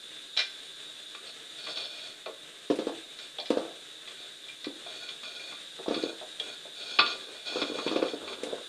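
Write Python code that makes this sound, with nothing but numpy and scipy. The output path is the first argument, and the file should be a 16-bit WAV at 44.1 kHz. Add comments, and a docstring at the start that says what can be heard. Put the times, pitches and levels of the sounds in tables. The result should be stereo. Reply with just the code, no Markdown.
"""A ceramic plate clinks close by, over the faint fizz of syrup simmering on a gas flame.
Fingers and fried dough balls rub, roll and bump on the plate, and a fingertip squeaks on the glaze;
a wooden spatula knocks and clatters against it. The balls drop into the pan in small batches, each with
a low plop, a gulp and a short slosh, and the hot syrup spits now and then.
It all happens just in front of a stereo microphone in a small tiled kitchen."""
import sys
import numpy as np
from scipy import signal
from scipy.fft import rfft, irfft, next_fast_len
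from scipy.io import wavfile

SR = 44100
rng = np.random.default_rng(int(sys.argv[2]) if len(sys.argv) > 2 else 0)


def pcm_store(signal):
    """Save signal as 16-bit PCM."""
    levels = np.round(np.clip(np.atleast_2d(signal), -1, 1) * 32767)
    wavfile.write(sys.argv[1], SR, levels.astype(np.int16).T)


N = 382788
BLOW_T = np.arange(SR // 2) / SR   # seconds since a blow

# Balls landing in the syrup. Each row: start in seconds, level in dB, pitch in Hz,
# splash in dB relative to the plop, gulp delay in seconds, gulp in dB relative to the plop.
LANDINGS = [(2.7006, -19, 393, -6, 0.0072, 3), (2.7875, -25, 394, -3.5, 0.0055, -2),
            (2.869, -21.5, 400, -8.5, .025, -11.5), (3.5033, -16.5, 388, -6, 0.004, -7),
            (3.5706, -18.5, 453, -8.5, .007, -15), (4.6679, -28.5, 334.8, -12.5, 0.0075, -9),
            (5.8806, -23, 377, -5.5, .006, -14), (5.909, -23, 434, -6, .007, -6),
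            (5.963, -27, 346, -10, .012, 0), (6.0355, -23, 395, -12, .024, -14),
            (7.557, -29, 435.5, 2, 0.01203, 0.5), (7.619, -27.5, 356, 0, 0.0073, -13),
            (7.698, -32, 357, -10, 0.02, -1), (7.754, -29.5, 446, -8, .031, -4),
            (7.8635, -23, 403, -2, 0.0083, -16), (7.913, -25, 356, -1, .019, -5),
            (7.9597, -20, 445, -1, 0.0054, 0), (8.0252, -18, 437, -8, 0.0076, -13),
            (8.134, -28, 417, -9, .007, -2.5), (8.433, -26.5, 412, -8, 0.0077, -9),
            (8.526, -33.5, 480, -21, .005, 9)]
# The dense, short ringing of a blow on the plate. Each row: frequency in Hz, level in dB.
BLOW_SPECTRUM = [(30, -33), (120, -18.5), (350, -8.5), (600, -8.5), (850, -11), (1200, -8.5), (1650, -11.5),
                 (2550, -3.5), (3200, -8), (3550, 4), (4450, -2.5), (5000, -25), (7000, -21), (14000, -55)]


def from_db(db):
    """Decibels to gain."""
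    return 10 ** (np.asarray(db) / 20)


def rms_one(x):
    """Scale to unit power."""
    return x / np.sqrt(np.mean(x ** 2) + 1e-20)


def peak_one(x):
    """Scale to unit height."""
    return x / (np.abs(x).max() + 1e-20)


def add(track, start_s, sound):
    """Mix a sound into the track."""
    start = round(start_s * SR)
    track[start:start + len(sound)] += sound[:N - start]


def coloured(x, spectrum):
    """A causal (minimum-phase) filter through points of Hz and dB; rms 1."""
    hz, db = np.transpose(spectrum)
    n = x.shape[-1]
    size = 2 * next_fast_len(n // 2 + 1)
    bins = np.maximum(np.fft.rfftfreq(size, 1 / SR), 1)
    gain = from_db(np.interp(np.log(bins), np.log(hz), db))
    cepstrum = irfft(np.log(gain))
    response = np.exp(rfft(2 * cepstrum[:size // 2], size) - cepstrum[0])
    return rms_one(irfft(rfft(x, size) * response, size)[..., :n])


def resonance(x, hz, width_hz):
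    """A two-pole band-pass with gain 1 at its peak."""
    r = np.exp(-np.pi * width_hz / SR)
    feedback = [1, -2 * r * np.cos(2 * np.pi * hz / SR), r * r]
    return signal.lfilter(np.array([1, 0, -1]) * (1 - r * r) / 2, feedback, x)


def resonances(x, peaks, top_hz):
    """Parallel resonances, rolled off above top_hz; rms 1."""
    rings = sum(from_db(db) * resonance(x, hz, width) for hz, width, db in peaks)
    return rms_one(signal.sosfilt(signal.butter(6, top_hz, fs=SR, output="sos"), rings))


def dying(t60):
    """An envelope that falls 60 dB in t60 seconds."""
    return from_db(-60 * BLOW_T / t60)


def swell(start_s, length_s, attack_s, release_s):
    """A gain that rises around start_s, holds for length_s and dies away."""
    t = np.arange(N) / SR - start_s
    return np.clip(t / attack_s + .5, 0, 1) * np.exp(-np.clip((t - length_s) / release_s, 0, 20))


def uneven(per_s, depth_db):
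    """A gain that wanders at random, per_s turns a second."""
    turns = np.arange(N) / SR * per_s
    steps = rng.standard_normal(N // 100)
    return from_db(depth_db * np.interp(turns, np.arange(len(steps)), steps))


def grains(per_s, spread_db):
    """Random tiny clicks of uneven size."""
    sizes = from_db(spread_db * np.minimum(rng.exponential(1, N), 5)) * rng.choice([-1, 1], N)
    return sizes * (rng.random(N) < per_s / SR) + 1e-18


def burst(spectrum, t60):
    """Dense ringing that dies away; height about 1."""
    envelope = dying(t60)
    noise = rng.standard_normal(len(BLOW_T)) * envelope
    return coloured(noise, spectrum) * np.sqrt(np.mean(envelope ** 2)) / 2


def struck(modes, ring_share=1):
    """Every blow excites each mode with a slightly different strength and its own sign; height 1."""
    ring = np.zeros(len(BLOW_T))
    for hz, db, t60 in modes:
        strength = from_db(db + rng.standard_normal()) * rng.choice([-1, 1])
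        ring += strength * np.sin(2 * np.pi * hz * BLOW_T) * dying(t60 * ring_share)
    return peak_one(ring)


def microphone_hiss(level_db=-59):
    """The microphone's own steady noise, separate in each channel."""
    # The colour of the hiss. Each row: frequency in Hz, level in dB.
    spectrum = [(25, 10), (70, -16), (300, -1.5), (1500, -4), (3700, 3.5), (5200, 2.5), (7000, 8),
                (8900, -1), (9700, 0), (11000, 5), (12000, -5.5), (14500, -4.5)]
    return from_db(level_db) * coloured(rng.standard_normal((2, N)), spectrum)


def kitchen(x, t60=0.41, tail_db=-10, build_s=0.0083, side_db=-14):
    """Near reflections, then a short diffuse tail whose stereo width lies in the treble."""
    # Reflections from pan wall, hob and tiles. Each row: delay in seconds, gain.
    echoes = [(.0046, 0.28), (0.013, 0.39), (0.0239, .17), (.0315, .14)]
    near = x.copy()
    for delay_s, gain in echoes:
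        add(near, delay_s, gain * x)
    tails = rng.standard_normal((2, len(BLOW_T))) * dying(t60) * (1 - np.exp(-BLOW_T / build_s)) ** 2
    mid, side = [signal.fftconvolve(x, tail / np.linalg.norm(tail))[:N] for tail in tails]
    side = signal.lfilter(*signal.butter(1, 4000, "high", fs=SR), side)
    return near + from_db(tail_db) * mid + from_db(side_db) * side * [[1], [-1]]


def gas_flame(gain_db=1):
    """The gas jet sings in the burner's resonances, slowly swelling and sinking."""
    # The burner's resonances. Each row: frequency in Hz, width in Hz, level in dB.
    burner_peaks = [(320, 36, -7), (1630, 79, -2.5), (1910, 70, -17), (2810, 81, -28), (3560, 112, 8),
                    (3761, 77, 10), (5800, 120, -23), (6800, 320, -13), (8720, 176, -8)]
    # The strength of its song. Each row: time in seconds, level in dB before gain_db.
    song_levels = [(0.0, -48.5), (1.5, -49), (1.74, -48), (2.22, -52.5), (6.36, -48), (7.83, -49.5),
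                   (8.19, -49.5), (8.68, -47)]
    times_s, levels_db = np.transpose(song_levels)
    envelope = from_db(gain_db + np.interp(np.arange(N) / SR, times_s, levels_db))
    jet = uneven(per_s=18, depth_db=0.83) * rng.standard_normal(N)
    return envelope * resonances(jet, burner_peaks, top_hz=10300)


def simmer(level_db=-53):
    """Countless small bubbles burst in clusters on the syrup."""
    # The colour of the fizz. Each row: frequency in Hz, level in dB.
    spectrum = [(25, -39), (60, -25), (130, -2.5), (210, -7), (330, 3), (550, 3), (900, -8.5), (1300, -2),
                (1650, 0.5), (2200, -0.5), (3300, 2.5), (4300, -5.5), (5300, -11), (8800, -4.5),
                (10000, -23), (14000, -35)]
    bubbles = uneven(per_s=25, depth_db=2.2) * grains(per_s=3500, spread_db=1.5)
    return from_db(level_db) * coloured(bubbles, spectrum)


def ticks(t60=0.078):
    """Sharp ticks: syrup spits on the hot pan wall, and the click at a fingertip squeak's start."""
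    # Each row: start of a tick in seconds, level in dB.
    onsets = [(2.708, -42), (2.757, -38), (3.504, -35.5), (6.397, -39), (7.962, -48), (8.434, -31.5)]
    # The colour of a tick. Each row: frequency in Hz, level in dB.
    spectrum = [(500, -27), (2000, 16.5), (5000, 9.5), (10000, 8), (14000, -27)]
    out = np.zeros(N)
    for start_s, db in onsets:
        add(out, start_s, from_db(db) * burst(spectrum, t60))
    return out


def rubbing(ring_db=4, scuff_db=2, roll_db=-3, rumble_db=-7):
    """Crust and fingertips catch on the glaze in tiny slips that ring the plate; rolling balls rumble."""
    # Strokes over the plate. Each row: start and length in seconds, ring and scuff in relative dB.
    strokes = [(1.262, 0.035, -61, -47), (1.587, .14, -51.5, -46.5), (1.75, 0.11, -48.5, -40),
               (1.884, .24, -53.5, -49.5), (3.193, 0.062, -58, -51), (4.16, 0.099, -64.5, -59),
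               (4.859, 0.26, -53, -55), (5.242, 0.13, -49, -52.5), (5.397, 0.15, -50, -63),
               (5.915, 0.17, -48.5, -66), (6.427, .11, -51.5, -65), (6.759, 0.15, -52, -48.5),
               (6.858, 0.114, -46, -44.5), (7.054, 0.078, -44, -42), (7.185, 0.59, -57.5, -57.5),
               (7.457, 0.22, -45, -44), (7.732, 0.25, -48.5, -49.5), (8.044, .10, -53, -52),
               (8.26, 0.089, -51, -58)]
    # Balls rolling down the tilted plate. Each row: start and length in seconds, relative level in dB.
    rolls = [(6.442, 0.049, -48.5), (6.998, 0.15, -45.5), (7.19, 0.14, -50.5), (7.5, 0.54, -42),
             (8.196, 0.39, -44)]
    # The rubbed plate's resonances. Each row: frequency in Hz, width in Hz, level in dB.
    plate_peaks = [(668, 150, -8), (1050, 23, -14), (1436, 22, 4.5), (2432, 26, 1), (2449, 25, -2.5),
                   (2575, 30, -9), (3396, 62, 3.5), (3887, 38, -1), (4380, 34, 0), (6460, 79, -9)]
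    # The colours of dry scuffing and of rolling. Each row: frequency in Hz, level in dB.
    scuff_spectrum = [(150, -25), (600, 2.5), (950, -13.5), (1500, -9.5), (2000, -13), (2900, -1.5),
                      (3400, 9.5), (4100, 6), (4500, 12.5), (4850, -12), (5300, 2), (5800, -17),
                      (9000, -23), (14000, -62)]
    roll_spectrum = [(30, -39), (80, -9.5), (160, -15.5), (300, 6.5), (500, 9.5), (700, -1.5), (1000, -3.5),
                     (1600, -6), (3000, -66)]
    ring_gain, scuff_gain = np.zeros(N), np.zeros(N)
    for start_s, length_s, stroke_ring_db, stroke_scuff_db in strokes:
        stroke = swell(start_s, length_s, attack_s=0.024, release_s=0.025)
        ring_gain = np.maximum(ring_gain, from_db(stroke_ring_db) * stroke)
        scuff_gain = np.maximum(scuff_gain, from_db(stroke_scuff_db) * stroke)
    roll_gain = from_db(rumble_db) * ring_gain   # the balls also rumble under every stroke
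    for start_s, length_s, db in rolls:
        motion = swell(start_s, length_s, attack_s=0.054, release_s=0.05)
        roll_gain = np.maximum(roll_gain, from_db(db) * motion)
    grip = uneven(per_s=45, depth_db=2.5)
    ring = resonances(grip * grains(per_s=900, spread_db=2.5), plate_peaks, top_hz=7300) * ring_gain
    scuff = coloured(grip * grains(per_s=3000, spread_db=2.5), scuff_spectrum) * scuff_gain
    roll = coloured(grip * grains(per_s=600, spread_db=2.0), roll_spectrum) * roll_gain
    return from_db(ring_db) * ring + from_db(scuff_db) * scuff + from_db(roll_db) * roll


def thuds(t60=0.19, width_hz=190, top_hz=1300):
    """Soft balls and fingertips bump the plate: a dull ring around one low pitch."""
    # Soft bumps. Each row: start in seconds, level in dB, pitch in Hz.
    bumps = [(1.684, -34, 625), (2.26, -27, 484), (3.385, -30, 700), (4.861, -36, 654), (5.788, -32.5, 390),
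             (5.860, -27.5, 640), (6.213, -31.5, 640), (6.399, -38, 513), (6.652, -38, 545)]
    out = np.zeros(N)
    for start_s, db, hz in bumps:
        ring = resonance(burst(BLOW_SPECTRUM, t60), hz, width_hz)
        add(out, start_s, from_db(db) * peak_one(ring))
    return signal.lfilter(*signal.butter(2, top_hz, fs=SR), out)


def clinks_and_squeaks(ring_db=-4, crack_db=-3, crack_t60=0.14, focus_width_hz=300):
    """Light taps on the rim and brief fingertip squeaks on the glaze; each favours modes near one pitch."""
    # Taps and squeaks. Each row: start in seconds, level in dB, share of the full ring time,
    # favoured pitch in Hz, its emphasis in dB.
    contacts = [(0.366, -24.5, .94, 3620, -8), (0.373, -14.5, .8, 3900, 0), (0.3912, -15, .62, 3700, -9),
                (0.4005, -19, 1, 3360, -22), (1.985, -36.5, 0.66, 2440, 18), (3.188, -31, 0.48, 3880, -10),
                (3.385, -24, .57, 3400, 23), (3.399, -27.5, 0.54, 4380, 15), (3.457, -31.5, 1, 5000, 5),
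                (4.075, -30, 0.78, 3400, 10), (4.485, -32, .6, 2430, 16), (4.643, -29, 0.52, 4450, 9),
                (5.088, -28.5, 0.62, 3400, 11), (5.395, -32, 0.5, 2400, 16), (6.026, -24, 0.32, 4360, 16),
                (6.398, -18.5, 0.25, 3330, 17), (8.083, -25.5, 0.37, 3480, 10)]
    # The plate's rim. Each row: frequency in Hz, level in dB, seconds to fall 60 dB.
    rim_modes = [(1556, -12, 0.26), (1990, -1, 0.094), (2395, -0.5, 0.21), (2900, -4, 0.059),
                 (3360, -19, .2), (3265, 0.5, 0.086), (3420, -1, 0.24), (3960, 6.5, 0.067),
                 (4200, -11, 0.13), (4522, -12, 0.26), (5320, -15, 0.11), (5430, -4, 0.1)]
    # The colour of a contact's crack. Each row: frequency in Hz, level in dB.
    crack_spectrum = [(150, -61), (550, 3), (900, -5.5), (1500, 3.5), (2600, 4.5), (3900, 12.5),
                      (4700, 3.5), (6000, -5), (9000, -20), (14000, -74)]
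    out = np.zeros(N)
    for start_s, db, ring_share, hz, focus_db in contacts:
        ring = from_db(ring_db) * struck(rim_modes, ring_share)
        contact = ring + from_db(crack_db) * burst(crack_spectrum, crack_t60 * ring_share)
        focused = contact + from_db(focus_db) * resonance(contact, hz, focus_width_hz)
        add(out, start_s, from_db(db) * np.std(contact) * rms_one(focused))
    return out


def knocks(ring_db=-2, crack_db=-3, crack_t60=0.084, lowest_hz=170):
    """A blow on the ceramic: a short crack and the plate's modes, duller when the contact is soft."""
    # Spatula, fingers and balls hitting the plate. Each row: start in seconds, level in dB, cut-off in Hz.
    hits = [(1.148, -33, 2500), (1.668, -29, 2986), (1.772, -30, 3500), (2.26, -30.5, 3510),
            (4.075, -38, 5030), (4.645, -33.5, 5930), (5.085, -36, 6040), (5.233, -30.5, 5910),
            (5.522, -34, 2010), (5.944, -23, 6000), (6.9877, -10.5, 2970), (6.991, -7.5, 4230),
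            (6.9948, -16, 4500), (7.012, -19, 1830), (7.063, -21, 6960), (7.617, -20.5, 3480),
            (7.786, -26, 1397), (7.878, -22.5, 3960), (7.961, -27, 2780), (8.021, -26.5, 1390),
            (8.277, -28.5, 2740), (8.33, -30, 3260)]
    # The loaded plate. Each row: frequency in Hz, level in dB, seconds to fall 60 dB.
    plate_modes = [(510, -26, 0.13), (665, -10, 0.18), (740, -19, .09), (1094, -2, 0.13), (1186, 8, 0.14),
                   (1296, -9, 0.2), (1423, 4.5, 0.19), (1900, -17, .08), (2000, -17, 0.18),
                   (2407, -7, 0.11), (2430, -5, 0.13), (2421, 6.5, 0.061), (2570, 6, 0.1),
                   (2760, -5, 0.066), (3060, -23, .16), (3330, 8, 0.1), (3347, 13, 0.1), (3600, -8, 0.093),
                   (3860, 2, 0.1), (4200, -9, .16), (4458, 13, 0.09), (5155, 4, 0.05), (6850, -21, .14)]
    out = np.zeros(N)
    for start_s, db, contact_hz in hits:
        ring = from_db(ring_db) * struck(plate_modes)
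        blow = ring + from_db(crack_db) * burst(BLOW_SPECTRUM, crack_t60)
        softened = signal.lfilter(*signal.butter(2, contact_hz, fs=SR), blow)
        add(out, start_s, from_db(db) * np.std(blow) * rms_one(softened))
    return signal.lfilter(*signal.butter(2, lowest_hz, "high", fs=SR), out)   # a plate radiates no bass


def slosh(relative_db=-19, rise_s=0.025, t60=0.47):
    """Every plop stirs up a dying run of small gurgles, in proportion to its strength."""
    # The colour of the gurgles. Each row: frequency in Hz, level in dB.
    spectrum = [(30, -40), (80, -15), (160, -14), (300, 5), (500, 8), (700, 8), (1000, -5), (1600, -5),
                (3000, -59)]
    envelope = dying(t60) * (1 - np.exp(-BLOW_T / rise_s))
    power = np.zeros(N)
    for start_s, db, *_ in LANDINGS:
        add(power, start_s, (from_db(db + relative_db) * envelope) ** 2)
    return np.sqrt(power) * coloured(grains(per_s=480, spread_db=3.5), spectrum)


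def cavity(hz, decay_cycles=2.65):
    """A pocket of air in the syrup swells and swings about twice; height 1."""
    return peak_one(-np.sin(2 * np.pi * hz * BLOW_T) * BLOW_T ** 2 * dying(decay_cycles / hz))


def plops(splash_t60=0.15, gulp_pitch_ratio=1.023):
    """A ball splashes in and opens a cavity, which closes with a gulp; cavity and gulp ring the pan."""
    # The pan of syrup. Each row: frequency in Hz, width in Hz, gain in dB relative to the plop.
    pan_peaks = [(270, 12, -11), (292.6, 23, 5.5), (329.7, 10.3, 12.5), (448.3, 27, -8.5),
                 (504.5, 29.5, 10.5), (550, 6.2, 2.5), (678, 5.9, 3), (697, 16, 7.5)]
    # The colour of a splash. Each row: frequency in Hz, level in dB.
    splash_spectrum = [(30, -6), (70, -10), (140, 4.5), (300, 21), (700, 13.5), (1300, 9), (2100, -1.5),
                       (3800, 6.5), (5500, -5), (9000, -24), (14000, -51)]
    cavities, splashes = np.zeros(N), np.zeros(N)
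    for start_s, db, hz, splash_db, gulp_delay_s, gulp_db in LANDINGS:
        add(cavities, start_s, from_db(db) * cavity(hz))
        add(cavities, start_s + gulp_delay_s, from_db(db + gulp_db) * cavity(hz * gulp_pitch_ratio))
        add(splashes, start_s, from_db(db + splash_db) * burst(splash_spectrum, splash_t60))
    cavities = signal.sosfilt(signal.butter(2, 150, "high", fs=SR, output="sos"), cavities)
    pan_ring = sum(from_db(db) * resonance(cavities, hz, width) for hz, width, db in pan_peaks)
    return cavities + splashes + pan_ring


def scene():
    """Pan and plate stand close in front of the microphone, with the tiled kitchen around them."""
    sources = plops() + slosh() + thuds() + knocks() + clinks_and_squeaks() + ticks() + rubbing()
    sources += simmer() + gas_flame()
    return kitchen(sources) + microphone_hiss()


def record(dry, lag_samples=0.86, cutoff_hz=14450):
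    """Two closely spaced microphone ports, the left one reached a little later; the top is cut."""
    size = next_fast_len(N)
    delay = np.exp(-2j * np.pi * np.fft.rfftfreq(size) * lag_samples)
    left = irfft(rfft(dry[0], size) * delay, size)[:N]
    steep_lowpass = signal.ellip(14, .1, 90, cutoff_hz, fs=SR, output="sos")
    return signal.sosfilt(steep_lowpass, np.array([left, dry[1]]))


dry = scene()
out = record(dry)
pcm_store(out)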